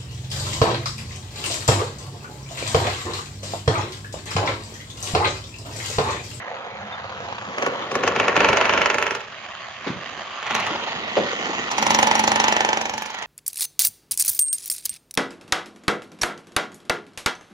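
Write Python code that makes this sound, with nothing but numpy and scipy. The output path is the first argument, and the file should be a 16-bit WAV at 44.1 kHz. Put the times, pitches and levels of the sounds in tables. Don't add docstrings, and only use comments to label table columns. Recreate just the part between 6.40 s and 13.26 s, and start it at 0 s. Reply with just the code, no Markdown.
import sys
import numpy as np
from scipy import signal
from scipy.fft import rfft, irfft, next_fast_len
from scipy.io import wavfile
from scipy.ndimage import uniform_filter1d, minimum_filter1d, map_coordinates

SR = 44100
rng = np.random.default_rng(int(sys.argv[2]) if len(sys.argv) > 2 else 0)


def put_to_file(sound):
    columns = np.atleast_2d(sound).T
    safe = np.clip(columns, -1, 1)
    whole_steps = np.round(safe * 32767)
    wavfile.write(sys.argv[1], SR, whole_steps.astype(np.int16))


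N = 302526
T = np.arange(N) / SR
CRANK_HZ, SHOCK_LAG_S = 24.3, 0.0007

# (time [s], crack [dB], slab thump [dB], steel ring [dB], extra on top steel modes [dB])
BLOWS = [(1.1821, -15, -23.5, -39, 2), (1.2229, -15, -16.5, -29.5, -7), (1.263, -14, -13.5, -33, 0),
         (1.515, -19.5, -19, -35, -7), (1.553, -13.5, -13, -26.5, -4), (1.635, -12, -12, -30, -9),
         (1.6758, -7, -14.5, -25, -5.5), (1.7615, -10.5, -16, -39, -2.0), (1.7987, -5, -13.5, -31.5, 2),
         (1.881, -5.5, -12, -35, 1), (1.9644, -3, -13, -26, -7), (2.004, -3.5, -12.5, -35, 7),
         (2.0451, -3, -13.5, -35, 0.0), (2.0871, -4.5, -14.5, -28, 3), (2.1292, -5, -14, -34, 3),
         (2.1702, -5.5, -18, -23, -7), (2.2106, -4, -15.5, -37, 5), (2.2532, -7, -20.5, -38, 4),
         (2.2932, -4, -19, -38, -5), (2.3356, -6.5, -17.5, -32, -2), (2.3759, -5.5, -17, -35, -6),
         (2.4163, -5, -17.5, -30, -5), (2.4584, -6, -25, -27, -5), (2.5002, -7, -22, -28, -12),
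         (2.5434, -11.5, -19, -31, -5), (2.5833, -9.5, -23, -31.5, 2), (2.6248, -9, -25, -35, 10),
         (2.6663, -11.5, -23, -39, 7), (2.7078, -12.0, -24, -34, 0), (2.7502, -16, -27, -31, -2),
         (2.805, -23.5, -56, -44.0, -2), (4.0269, -18, -45, -60.0, -5.0), (4.0648, -17, -52, -44, -4),
         (4.1074, -12, -22.5, -43.0, 4), (4.15, -8, -28, -26, 5), (4.1995, -27, -38, -34, 0),
         (4.265, -21.5, -37, -32.5, 2), (5.314, -16.5, -52, -22, -6), (5.3821, -11, -19.5, -22.5, -3),
         (5.4252, -9, -20, -20.5, 1), (5.4656, -8.5, -17.5, -18.5, -1), (5.505, -6, -16, -18.5, 3),
         (5.5465, -7.5, -17, -16, -3), (5.5876, -4, -18.5, -24, 8), (5.6282, -5.5, -19, -19.5, 3.5),
         (5.6707, -8, -20, -22.5, 2.5), (5.7118, -5, -21.5, -25.5, 2), (5.7525, -9.5, -19, -20.5, 3),
         (5.7937, -8, -17, -19, 5.0), (5.8382, -10.5, -18.5, -22.5, -3), (5.8765, -7, -18, -15.5, -3),
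         (5.917, -6.5, -19.5, -24, 3), (5.9579, -7, -20.5, -23.5, 4), (5.9995, -5.5, -19.5, -20, -2),
         (6.0405, -5.5, -22, -22, -3), (6.0817, -5.5, -21.5, -21, -1), (6.1238, -6.5, -23, -23.5, 2),
         (6.165, -6.5, -26, -30, 3.0), (6.2059, -6.5, -24, -26.5, -1), (6.2478, -7.5, -25.5, -28, -2),
         (6.289, -8.5, -27, -31, -3), (6.3302, -8, -25, -30, -3), (6.372, -11, -26, -35, 4),
         (6.4126, -13.5, -30, -26.5, -4), (6.4544, -13.5, -29, -30, -6), (6.4951, -15, -38, -35, 0),
         (6.5374, -17.5, -29, -31.5, -1.0), (6.5783, -17, -32, -30, 1), (6.6204, -16.5, -37, -34, 7),
         (6.6589, -21, -43, -33, 1), (6.7021, -23.5, -38, -36, 1), (6.744, -21.5, -40, -36, -2),
         (6.786, -22.5, -39, -37, 1), (6.8236, -18, -44, -37, 0)]
# (frequency [Hz], level [dB])
SHOCK_SIDE = [(30, -49), (150, -15), (600, -4), (1200, -0.5), (2000, 0.5), (2700, -2), (3400, -24),
              (5500, -23), (6600, -12), (8200, -42), (15500, -60)]
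SHOCK_FRONT = [(30, -53), (150, -17.5), (500, -4), (780, 1), (1050, -3), (1500, -8), (2000, -7),
               (2800, -4.5), (3400, -8), (4200, -18), (6600, -12), (8200, -33), (15500, -48)]
# (time [s], gain [dB])
SHOCK_PATH = [(1.2, 12.5), (2, 8.5), (2.3, 4), (2.45, 12.5), (2.62, 15.5), (2.75, 11), (4.1, 6), (4.15, 10),
              (4.26, 4), (5.4, 5), (5.8, 6.5), (6.05, 8), (6.2, 12), (6.35, 12), (6.8, 0.5)]
# (frequency [Hz], level [dB])
CRACK_SIDE = [(100, -48), (400, -6), (800, 1.5), (1100, 5), (1450, -3), (2000, -2), (2800, 0.5),
              (3600, -13.5), (5000, -16), (7000, -23), (8200, -51), (11000, -36.5), (15500, -68)]
CRACK_FRONT = [(100, -53), (400, -10), (780, 8), (1100, 2), (1400, 6.5), (1850, 7), (2300, 2.5), (2750, 6),
               (3400, -1.5), (4100, -9), (6800, -4), (8200, -23.5), (11000, -37), (15500, -35)]
# (time [s], pitch [Hz], gain [dB])
CLANK_NOTE = [(1.2, 630, 0), (1.7, 565, -4), (2.1, 620, -13), (2.6, 1040, -13), (4.1, 1060, -5),
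              (5.4, 920, 2.5), (5.7, 890, 1.5), (5.88, 880, 1), (6.03, 750, -2.5), (6.35, 770, -3),
              (6.8, 930, -3)]
# (frequency [Hz], level [dB], t60 [s])
SLAB_MODES_SIDE = [(145, -17, .13), (245, -11, .09), (382, -7, .08), (455, -6, .09), (488, -8, .08),
                   (560, -4, .075), (605, -4, .07), (672, -10, .07), (772, -7, .08), (980, -3, .045),
                   (1120, -3, .08), (1285, -8, .05), (1455, -8, .07), (1718, -6, .07), (2260, -8, .06),
                   (2735, -9, .05)]
SLAB_MODES_FRONT = [(145, -13, .13), (216, -8, .08), (243, -2.5, .08), (342, -4, .08), (460, -5, .08),
                    (530, -9, .07), (652, -5, .06), (735, -6, .06), (775, -2, .035), (890, -5, .03),
                    (950, -4, .03), (1230, -3, .06), (1510, -9, .07), (1795, -5, .05), (1950, -6, .045),
                    (2370, -10, .045), (2690, -8, .04)]
# (level [dB], start pitch [Hz], floor pitch [Hz], envelope centre [s], width [s])
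THUD_SIDE, THUD_FRONT = (-6, 350, 190, -0.2, 0.08), (-9, 330.5, 205.5, 0.28, 0.6)
# (frequency [Hz], level [dB], t60 [s])
CHISEL_MODES = [(5167, -7, .045), (5550, -9, .02), (5695, 1, .05), (5890, -5, .025), (6490, -4, .03),
                (6700, -3, .025), (6950, -10, .018), (8450, -24, .02), (9080, -7, .04), (10100, -15, .032),
                (10330, -24, .018), (11350, -28, .015), (13020, -16.5, .043), (13800, -25, .02),
                (14550, -26, .02)]
# (time [s], level [dB], width [s], pitch [Hz])
RATTLES = [(1.333, -35, 0.0084, 620), (1.547, -28, 0.0055, 1000), (1.635, -26, 0.0049, 1000),
           (1.67, -21.5, 0.0045, 1050), (1.721, -35, 0.0045, 895), (1.76, -24, 0.0066, 1000),
           (1.792, -26, .006, 1050), (1.848, -23, 0.0061, 950), (1.879, -27, .005, 1050),
           (1.925, -30, 0.0065, 1090), (1.96, -21, 0.004, 1010), (4.104, -24, 0.0057, 995),
           (4.184, -25.5, .014, 1090), (4.246, -28, 0.0087, 850), (4.281, -25, 0.014, 1150),
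           (4.304, -27.5, 0.0055, 700), (4.346, -33, 0.0044, 850), (4.359, -26.5, 0.0051, 850),
           (4.4, -27.5, .006, 1000), (4.441, -29.5, 0.0071, 800), (4.481, -27.5, 0.0087, 790),
           (4.524, -30.5, 0.0042, 740), (4.564, -31, .005, 1200), (4.644, -32, 0.0062, 756),
           (4.68, -29.5, 0.0072, 720)]
# (frequency [Hz], level [dB])
SKID_SPECTRUM = [(6000, -2), (7400, 12.5), (8300, -1), (9100, 2), (9700, -10), (10200, -4), (11200, -12.5),
                 (12200, -21), (13100, -9), (13900, -5), (15500, -11)]
GRIND_SPECTRUM = [(500, -14), (1000, 3), (1500, -21), (2000, -6), (4000, 10.5), (5700, 8.5), (6800, 12),
                  (8000, -10.5), (9200, -23), (10300, -12), (12000, -29), (14000, -17), (15500, -23)]
# (time [s], whirr [dB], hum [dB], fan hiss [dB])
IDLE_LEVELS = [(0, -36, -51, -52.5), (.5, -35.5, -54, -50.5), (.85, -34.5, -50.5, -46),
               (1.4, -32.5, -37.5, -43.5), (2.9, -39, -71, -48), (3.65, -37, -49.5, -44.5),
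               (3.9, -36.5, -55, -43.5), (4.02, -34, -69, -44), (4.17, -28.5, -53, -36.5),
               (4.35, -32, -39.5, -39), (4.65, -32, -42.5, -41.5), (4.9, -31, -36, -35.5),
               (5.27, -30.5, -42.5, -35.5), (5.55, -26, -35.5, -39), (6, -28.5, -45, -45),
               (6.55, -40, -51, -42), (6.86, -35.5, -77, -46.5)]
# (whirr [dB], hum [dB], fan hiss [dB])
LOAD_SIDE_DB, LOAD_FRONT_DB = (-15, -22, -30.5), (-19, -30, -53)
# (frequency [Hz], level [dB])
WHIRR_FAR = [(240, -67), (400, -21), (539, -2.5), (600, -10), (706, -2), (1200, -6), (1630, -9.5),
             (1780, -10), (2120, -12.5), (2380, -14), (3700, -20), (4000, -19.5), (5200, -32.5),
             (8800, -120)]
WHIRR_NEAR = [(240, -47), (400, -8), (485, -65), (514, -10), (648, 2.5), (925, -3), (1120, 5.5),
              (1360, -1.5), (1820, 1), (3400, -5.5), (4000, -11), (5200, -17.5), (8800, -120)]
WHIRR_LOADED = [(240, -11), (400, -6.5), (499, -34), (611, 5), (785, -12), (980, 1), (1130, -4.5),
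                (1300, -2), (1620, -4), (2300, -4.5), (2900, -7.5), (3300, -17), (4000, -18), (5200, -38),
                (8800, -120)]
WHIRR_FRONT = [(240, -60), (400, -39), (453, -8.5), (588, -5.5), (660, -1), (780, 0), (900, -2),
               (1130, 1.5), (1300, -2), (1500, -2), (1600, -11.5), (1850, 3), (2270, -4.5), (3000, -5),
               (4000, -9), (5200, -21), (8800, -120)]
# (frequency [Hz], level [dB])
HUM_SIDE = [(20, -49), (45, -65), (72, -6), (86, -3.5), (110, 0), (160, 1.5), (240, 5), (290, 2.5),
            (400, 3), (550, 6.5), (800, -44.5)]
HUM_FRONT = [(20, -60), (50, -50), (73, -34), (100, -32), (125, -14), (145, 2), (180, 2), (240, 10),
             (290, 2), (350, 5.5), (450, 5.5), (800, -48)]
# (frequency [Hz], level [dB])
FAN_HISS = [(2200, 5.5), (3200, 14.5), (3700, -3), (4700, 3.5), (5500, -0.5), (6200, 3), (6700, 4),
            (7300, -7.5), (7900, -20.5), (9000, -60)]
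FAN_FIZZ = [(6500, -30), (8000, 0), (9100, 1), (9700, -5), (10200, 0), (11500, -6), (13000, -4),
            (15500, -9)]
# (time [s], level [dB], boom [Hz], t60 [s])
FOOTFALLS = [(1.078, -31, 230, 0.1), (3.465, -21.5, 327, 0.14), (3.49, -21.5, 200, 0.1),
             (3.556, -30.5, 160, 0.081), (4.304, -23.5, 310, 0.079), (4.767, -11, 556, 0.082),
             (4.773, -13, 503, 0.12), (4.778, -24.5, 219, 0.19), (4.8, -17, 483, 0.073),
             (4.931, -19.5, 530, 0.026), (5.09, -24, 352, 0.071)]
# (time [s], level [dB], decay [s])
SCUFFS = [(3.469, -25.5, 0.014), (3.477, -28.5, 0.034)]
# (frequency [Hz], level [dB])
SCUFF_SPECTRUM = [(300, -16), (700, 2), (1300, 5), (2500, -5), (3700, -5), (5200, -14), (7000, -25),
                  (8500, -44), (15500, -49)]
# (time [s], pitch [Hz], level [dB])
CHIRP = [(.51, 3630, -83), (.525, 3640, -36.5), (.545, 3587, -33.5), (.565, 3644, -62), (.6, 3560, -84)]
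# (time [s], level [dB])
TRAFFIC_LEVEL = [(0, -56), (.27, -57), (.4, -46), (.75, -42.5), (1.2, -50.5), (3.2, -56), (3.65, -54),
                 (3.92, -75), (4.2, -45), (4.8, -57.5), (6.86, -94)]
# (frequency [Hz], level [dB])
TRAFFIC_SPECTRUM = [(20, -26), (45, -39), (70, 2.5), (105, 13), (160, 1), (212, 12.5), (270, -28.5),
                    (400, -61.5)]
# (delay [s], level [dB], cutoff [Hz])
SLAPS = [(.0088, -5, 910), (0.0171, -11.5, 3150)]
# (frequency [Hz], t60 [s])
WALL_DECAY = [(150, 0.25), (600, 0.66), (2500, 0.35), (6000, 0.037), (12000, 0.2)]
# (time [s], left lag [ms], left minus right [dB])
HEADING = [(0, -0.13, -1.5), (1.2, -0.21, -0.5), (1.7, -0.032, 0.9), (2.6, -0.047, -1.5), (3.7, -0.035, -3),
           (4.2, 0.044, -1.5), (4.7, 0.18, -2.5), (5.3, 0.19, -2), (6.2, 0.19, -2), (6.86, 0.13, -3)]
# (frequency [Hz], coherence [0-1])
COHERENCE = [(30, 0.3), (130, 1), (350, 0.91), (700, 0.73), (1400, 0.73), (3000, 0.4), (8000, 0.01)]


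def gain_of(db):
    return 10 ** (np.asarray(db) / 20)


def unit_rms(x):
    return x / np.sqrt(np.mean(x ** 2) + 1e-20)


def at_hz(points, hz):
    knots_hz, value = np.transpose(points)
    return np.interp(np.log(hz + 1), np.log(knots_hz + 1), value)


def at_time(rows, t):
    knots_s, *columns = np.transpose(rows)
    return [np.interp(t, knots_s, column) for column in columns]


def add(mix, at_s, sound):
    part = mix[:, max(round(at_s * SR), 0):][:, :sound.shape[1]]
    part += sound[:, :part.shape[1]]


def min_phase(points, size=2048):
    log_gain = at_hz(points, abs(np.fft.fftfreq(size, 1 / SR))) * np.log(10) / 20
    taps = np.fft.ifft(np.exp(np.conj(signal.hilbert(log_gain)))).real[:size // 2]
    return taps / np.linalg.norm(taps)


def facing(at_s):
    return np.clip((at_s - 3.2) / 1.8, 0, 1)


def panned(x, at_s):
    lag_ms, balance_db = at_time(HEADING, at_s)
    side, hz = np.array([[.5], [-.5]]), np.fft.rfftfreq(x.shape[1], 1 / SR)
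    delay_s = (side * lag_ms + abs(lag_ms) / 2) / 1000
    return irfft(rfft(x) * np.exp(-2j * np.pi * hz * delay_s), x.shape[1]) * gain_of(side * balance_db)


def cohere(spectra, hz):
    same = np.clip(at_hz(COHERENCE, hz), 0, 1)
    mid, side = spectra[0] * np.sqrt((1 + same) / 2), spectra[1] * np.sqrt((1 - same) / 2)
    return np.array([mid + side, mid - side])


def coloured(x, points):
    size = next_fast_len(x.shape[1])
    hz = np.fft.rfftfreq(size, 1 / SR)
    spectra = cohere(rfft(x, size), hz) * gain_of(at_hz(points, hz))
    return unit_rms(irfft(spectra, size)[:, :x.shape[1]])


def whitened(x, bins):
    spectra = rfft(x)
    power = uniform_filter1d(abs(spectra) ** 2, bins, axis=-1)
    return irfft(spectra / np.sqrt(power + 1e-12), x.shape[-1])


def flicker(size, depth_db, smooth_samples):
    return gain_of(depth_db * unit_rms(uniform_filter1d(rng.standard_normal(size), smooth_samples)))


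def ring(modes, t, phase_turns, spread_db, rise_cycles, late_cycles=0):
    hz, db, t60_s = np.transpose(modes)[:, :, None]
    strength = gain_of(db + spread_db * np.clip(rng.standard_normal(hz.shape), -2, 2))
    age_s = np.maximum(t - late_cycles / hz, 0)
    envelope = strength * np.exp(-np.log(1000) * age_s / t60_s) * (1 - np.exp(-age_s * hz / rise_cycles))
    return (np.exp(2j * np.pi * phase_turns[..., 0]) @ (envelope * np.exp(2j * np.pi * hz * t))).imag


def shocks():
    out, side, front = np.zeros((2, N)), min_phase(SHOCK_SIDE), min_phase(SHOCK_FRONT)
    for at_s, db, *_ in BLOWS:
        snap = -((1 - facing(at_s)) * side + facing(at_s) * front)
        gain = gain_of(db + at_time(SHOCK_PATH, at_s)[0])
        add(out, at_s + SHOCK_LAG_S, gain * panned(np.array([snap, snap]), at_s))
    return out


def cracks(gain_db=15.5, gap_s=0.0012, decay_s=0.003, scatter_db=-19, scatter_s=0.035, drift=0.22):
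    t, out = np.arange(4096) / SR - .003, np.zeros((2, N))
    side, front, age_s = min_phase(CRACK_SIDE), min_phase(CRACK_FRONT), np.maximum(t, 0)
    pattern = rng.standard_normal((3, len(t)))
    for at_s, db, *_ in BLOWS:
        pattern = unit_rms(pattern + drift * rng.standard_normal(pattern.shape))
        paths = (pattern + 0.29 * rng.standard_normal(pattern.shape)) * (t > gap_s)
        direct = (paths[0] + 0.63 * paths[1:]) * np.exp(-age_s / decay_s)
        scatter = (0.51 * paths[0] + paths[1:]) * gain_of(scatter_db) * np.exp(-age_s / scatter_s)
        colour = (1 - facing(at_s)) * side + facing(at_s) * front
        burst = signal.fftconvolve(whitened(direct + scatter, bins=72), colour[None], axes=1)
        add(out, at_s + t[0], gain_of(db + gain_db) * panned(burst, at_s))
    return out


def clank(t60_s=0.014, overtone_ratio=2.68, overtone_db=-9, detune=0.053):
    t, out = np.arange(SR // 16) / SR, np.zeros((2, N))
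    phase_turns = np.full((2, 2, 1), 3 / 4)
    for at_s, db, *_ in BLOWS:
        hz, note_db = at_time(CLANK_NOTE, at_s)
        modes = [(hz, 0, t60_s), (hz * overtone_ratio, overtone_db, t60_s / 2)]
        speed = 1 + detune * rng.standard_normal()
        knock = ring(modes, t * speed, phase_turns, spread_db=0.6, rise_cycles=0.31)
        add(out, at_s + SHOCK_LAG_S, gain_of(db + note_db) * panned(knock, at_s))
    return out


def slab(gain_db=-5.5, jitter_turns=0.041):
    t, out = np.arange(SR // 6) / SR, np.zeros((2, N))
    for modes, late_cycles, in_front in (SLAB_MODES_SIDE, 0.34, False), (SLAB_MODES_FRONT, 2.13, True):
        phase_turns = rng.random((len(modes), 1)) + 0.046 * rng.standard_normal((2, len(modes), 1))
        for at_s, _, db, *_ in BLOWS:
            if (facing(at_s) > .5) == in_front:
                jittered = phase_turns + jitter_turns * rng.standard_normal((len(modes), 1))
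                thump = ring(modes, t, jittered, spread_db=2, rise_cycles=0.33, late_cycles=late_cycles)
                add(out, at_s, gain_of(db + gain_db) * panned(thump, at_s))
    return out


def bending_wave(side_db=-2.5, front_db=-4.5, top_hz=1250, floor_hz=190, fall_hz_per_s=62000):
    t, out = np.arange(SR // 24) / SR, np.zeros((2, N))
    turns = np.cumsum(np.maximum(top_hz - fall_hz_per_s * t, floor_hz)) / SR
    swell = np.exp(-((t - 0.012) / 0.0036) ** 2)
    for at_s, _, db, *_ in BLOWS:
        knock = swell * np.sin(2 * np.pi * turns * (1 + 0.006 * rng.standard_normal()))
        gain = gain_of(db + side_db + (front_db - side_db) * facing(at_s))
        add(out, at_s, gain * panned(np.array([knock, knock]), at_s))
    return out


def wall_thuds(sink_s=0.019):
    t, out = np.arange(SR // 20) / SR, np.zeros((2, N))
    for at_s, _, db, *_ in BLOWS:
        gain_db, top_hz, floor_hz, centre_s, width_s = THUD_FRONT if facing(at_s) > .5 else THUD_SIDE
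        turns = np.cumsum(floor_hz + (top_hz - floor_hz) * np.exp(-t / sink_s)) / SR
        thud = np.exp(-((t - centre_s) / width_s) ** 2) * np.sin(2 * np.pi * turns)
        add(out, at_s, gain_of(db + gain_db) * thud[None])
    return out


def chisel(seat_db=-17, strike_db=-3.5, bounce_db=-13, detune=0.0063, top_hz=8000, damping_db=2):
    t, out = np.arange(SR // 10) / SR, np.zeros((2, N))
    hz, db, t60_s = np.transpose(CHISEL_MODES)
    for at_s, _, _, steel_db, top_db in BLOWS:
        lead_s, lag_s = rng.uniform(0.0031, 0.015), rng.uniform(0.0034, 0.0059)
        grip = np.clip(rng.standard_normal((2, len(hz))), -2, 2)
        modes = np.column_stack([hz * (1 + detune * grip[0]),
                                 db + top_db * (hz > top_hz),
                                 t60_s * gain_of(damping_db * grip[1])])
        for offset_s, contact_db in (-lead_s, seat_db), (0, strike_db), (lag_s, bounce_db):
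            phase_turns = rng.random((len(hz), 1)) + 0.18 * rng.standard_normal((2, len(hz), 1))
            steel = ring(modes, t, phase_turns, spread_db=2.7, rise_cycles=4.7)
            chatter = unit_rms(flicker(len(t), depth_db=2, smooth_samples=90))
            add(out, at_s + offset_s, gain_of(steel_db + contact_db) * panned(steel * chatter, at_s))
    return out


def rattles():
    t, out = np.arange(-SR // 20, SR // 20) / SR, np.zeros((2, N))
    for at_s, db, width_s, hz in RATTLES:
        colour = [(hz / 3, -35), (hz / 1.7, -8), (hz, 0), (hz * 1.3, -7),
                  (3000, -15), (6500, -28), (9000, -65)]
        clatter = coloured(rng.standard_normal((2, len(t))), colour) * np.exp(-(t / width_s) ** 2 / 2)
        add(out, at_s + t[0], gain_of(db) * panned(clatter, at_s))
    return out


def skids(gain_db=-15, decay_s=0.0044, spread_db=4.5, top_share=0.6):
    t, out = np.arange(SR // 20) / SR, np.zeros((2, N))
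    hz = np.linspace(5000, 16000, 45)
    for at_s, _, _, steel_db, top_db in BLOWS:
        band_db = at_hz(SKID_SPECTRUM, hz) + spread_db * rng.standard_normal(len(hz))
        colour = [(4000, -40), *zip(hz, band_db)]
        splash = coloured(rng.standard_normal((2, len(t))), colour) * np.exp(-t / decay_s)
        add(out, at_s, gain_of(steel_db + top_share * top_db + gain_db) * panned(splash, at_s))
    return out


def grinding(gain_db=-3, rise_s=0.0024, decay_s=0.0099):
    t, pressure = np.arange(-SR // 50, SR // 25) / SR, np.zeros((1, N))
    push = np.exp(np.where(t < 0, t / rise_s, -t / decay_s))
    for at_s, _, _, steel_db, _ in BLOWS:
        add(pressure, at_s + t[0], gain_of(steel_db + gain_db) * push[None])
    grit = unit_rms(flicker(N, depth_db=4, smooth_samples=40))
    return pressure * coloured(rng.standard_normal((2, N)) * grit, GRIND_SPECTRUM)


def chips(peak_per_s=90, settle_s=0.15, gain_db=-19, spread_db=4, decay_s=0.00037):
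    blow_s, _, _, steel_db, _ = np.transpose(BLOWS)
    since_s = abs(T - blow_s[np.searchsorted(blow_s, T) - 1])
    lands = rng.random(N) < peak_per_s / SR * np.exp(-since_s / settle_s)
    size_db = spread_db * np.minimum(rng.exponential(1, N), 3)
    impacts = lands * gain_of(np.interp(T, blow_s, steel_db) + gain_db + size_db)
    t = np.arange(256) / SR
    colour = [(1500, -13), (4000, 7), (6700, 8), (8200, -17), (10000, -11), (15500, -30)]
    tick = coloured(rng.standard_normal((2, len(t))), colour) * np.exp(-t / decay_s)
    return signal.oaconvolve(impacts[None], tick, axes=1)[:, :N]


def crank_turns(blow_s):
    turns = np.concatenate([[0], np.cumsum(np.round(np.diff(blow_s) * CRANK_HZ))])
    return np.interp(T, blow_s, turns) + np.minimum(T - blow_s[0], 0) * CRANK_HZ


def running_strength(blow_s, db, smooth_s=0.048, release_s=0.028):
    power, half = np.zeros(N), round(smooth_s * SR)
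    power[(blow_s * SR).astype(int)] = gain_of(db) ** 2 * SR / CRANK_HZ
    mean = signal.oaconvolve(power, signal.get_window("hann", 2 * half) / half, "same")
    pole = np.exp(-1 / (release_s * SR))
    return np.sqrt(abs(signal.lfilter([1 - pole], [1, -pole], mean)))


def crank_noise(turns, repeat_share):
    size = round(SR / CRANK_HZ)
    cycle = unit_rms(whitened(rng.standard_normal((2, size)), bins=3))
    looped = cycle[:, (turns % 1 * size).astype(int) % size]
    return np.sqrt(repeat_share) * looped + np.sqrt(1 - repeat_share) * rng.standard_normal((2, N))


def motor(whirr_db=1, hum_db=1, hiss_db=1.5, fizz_db=-47.5, early_fizz_cut_db=-25,
          lull_db=3, load_exponent=1.75):
    blow_s, crack_db, thump_db, *_ = np.transpose(BLOWS)
    turns = crank_turns(blow_s)
    load, shake = running_strength(blow_s, crack_db), running_strength(blow_s, thump_db)
    effort = load / load.max()
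    stroke_db = 0.56 * np.cos(2 * np.pi * turns) - 0.65 * np.cos(4 * np.pi * turns - .8)
    drawback_db = -lull_db * effort * np.cos(np.pi * (turns + 0.32)) ** 2
    throb = gain_of(stroke_db + drawback_db) * flicker(N, depth_db=3, smooth_samples=70)
    drive = crank_noise(turns, repeat_share=np.interp(effort, [0, 0.5], [0.32, 0.64]))
    gears, air = drive * throb, rng.standard_normal((2, N)) * throb

    far, front = np.interp(T, [1, 1.9], [1, 0]), np.interp(T, [3.95, 4.3], [0, 1])
    side = 1 - front
    load_db = np.outer(LOAD_SIDE_DB, side) + np.outer(LOAD_FRONT_DB, front)
    load_gains = gain_of(load_db) * [load ** load_exponent, shake, load]
    whirr_gain, hum_gain, fan_gain = np.hypot(gain_of(at_time(IDLE_LEVELS, T)), load_gains)
    loaded_share = side * (load_gains[0] / whirr_gain) ** 2

    whirr = far * coloured(gears, WHIRR_FAR) + (side - far) * coloured(gears, WHIRR_NEAR)
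    whirr += front * coloured(gears, WHIRR_FRONT)
    whirr = (1 - loaded_share) * whirr + loaded_share * coloured(gears, WHIRR_LOADED)
    hum = side * coloured(drive, HUM_SIDE) + front * coloured(drive, HUM_FRONT)
    fan = gain_of(hiss_db) * coloured(air, FAN_HISS)
    fan += gain_of(fizz_db + early_fizz_cut_db * side) * coloured(air, FAN_FIZZ)
    out = whirr_gain * gain_of(whirr_db) * whirr + hum_gain * gain_of(hum_db) * hum + fan_gain * fan

    lag_ms, balance_db = at_time(HEADING, T)
    out[0] = map_coordinates(out[0], [np.arange(N) - lag_ms * SR / 1000], order=3, mode="nearest")
    return out * gain_of(np.array([[.5], [-.5]]) * balance_db)


def wavering(x, depth_db=1.88):
    spectra = signal.stft(x, SR, nperseg=1024, noverlap=768)[2]
    patches = uniform_filter1d(rng.standard_normal(spectra.shape[1:]), size=12, axis=0)
    patches = unit_rms(uniform_filter1d(patches, size=16, axis=1))
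    return signal.istft(spectra * gain_of(depth_db * patches), SR, nperseg=1024, noverlap=768)[1][:, :N]


def footfalls(grit_db=-25):
    t, out = np.arange(SR // 3) / SR, np.zeros((2, N))
    for at_s, db, hz, t60_s in FOOTFALLS:
        colour = min_phase([(hz / 6, -40), (hz / 2.17, -13), (hz / 0.99, 0), (hz, -1), (hz * 1.55, -12),
                            (hz * 2.7, -23), (hz * 6, grit_db), (6500, -45), (9000, -74)])
        noise = rng.standard_normal((3, len(t)))
        push = whitened((noise[0] + 0.36 * noise[1:]) * np.exp(-np.log(1000) * t / t60_s), bins=30)
        gain = gain_of(db) * np.sqrt(t60_s * SR / np.log(10 ** 6))
        add(out, at_s, gain * signal.fftconvolve(push, colour[None], axes=1))
    return out


def scuffs(rise_s=0.0014):
    t, out = np.arange(SR // 6) / SR, np.zeros((2, N))
    for at_s, db, decay_s in SCUFFS:
        crunch = coloured(rng.standard_normal((2, len(t))), SCUFF_SPECTRUM)
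        add(out, at_s, gain_of(db) * crunch * np.minimum(t / rise_s, 1) * np.exp(-t / decay_s))
    return out


def bird():
    hz, db = at_time(CHIRP, T)
    gate = (T > CHIRP[0][0]) * (T < CHIRP[-1][0])
    return gain_of(db) * np.sin(2 * np.pi * np.cumsum(hz) / SR) * gate


def traffic(surge_db=1.5):
    surge = unit_rms(uniform_filter1d(uniform_filter1d(rng.standard_normal(N), size=2500), size=2500))
    rumble = coloured(rng.standard_normal((2, N)), TRAFFIC_SPECTRUM)
    return gain_of(at_time(TRAFFIC_LEVEL, T)[0] + surge_db * surge) * rumble


def with_slaps(x):
    hz = np.fft.rfftfreq(N, 1 / SR)
    echoes = sum(gain_of(db) * np.exp(-2j * np.pi * hz * delay_s) / (1 + 1j * hz / cutoff_hz) ** 2
                 for delay_s, db, cutoff_hz in SLAPS)
    return irfft(rfft(x) * (1 + echoes), N)


def wall_echo(x, echoes_per_s=1800, first_s=0.012):
    size = SR // 2
    taps = rng.standard_normal((2, size)) * (rng.random((2, size)) < echoes_per_s / SR)
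    hz, t, spectra = signal.stft(taps * (T[:size] > first_s), SR, nperseg=256)
    decay = np.exp(-np.log(1000) * t / at_hz(WALL_DECAY, hz)[:, None])
    tail = signal.istft(cohere(spectra, hz[:, None]) * decay, SR, nperseg=256)[1]
    return signal.fftconvolve(x, tail / np.linalg.norm(tail[0]), axes=1)[:, :N]


def scene(echo_db=-12, step_echo_db=-16):
    hammer = with_slaps(shocks() + cracks() + clank())
    hammer += slab() + bending_wave() + wall_thuds()
    hammer += rattles() + chisel() + skids() + grinding() + chips()
    distant, feet = hammer + bird(), footfalls() + scuffs()
    echo = wall_echo(gain_of(echo_db) * distant + gain_of(step_echo_db) * feet)
    return distant + feet + echo + wavering(motor()) + traffic()


def record(dry, low_cut_hz=52, high_cut_hz=15700, limiter_samples=90):
    thin = signal.sosfilt(signal.butter(4, low_cut_hz, "highpass", fs=SR, output="sos"), dry)
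    allowed_gain = minimum_filter1d(1 / np.maximum(abs(thin).max(0), 1), limiter_samples)
    limited = thin * uniform_filter1d(allowed_gain, limiter_samples)
    lowpass = signal.firwin(511, high_cut_hz, window=("kaiser", 9), fs=SR)
    return signal.oaconvolve(limited, lowpass[None], "same")


dry = scene()
out = record(dry)
put_to_file(out)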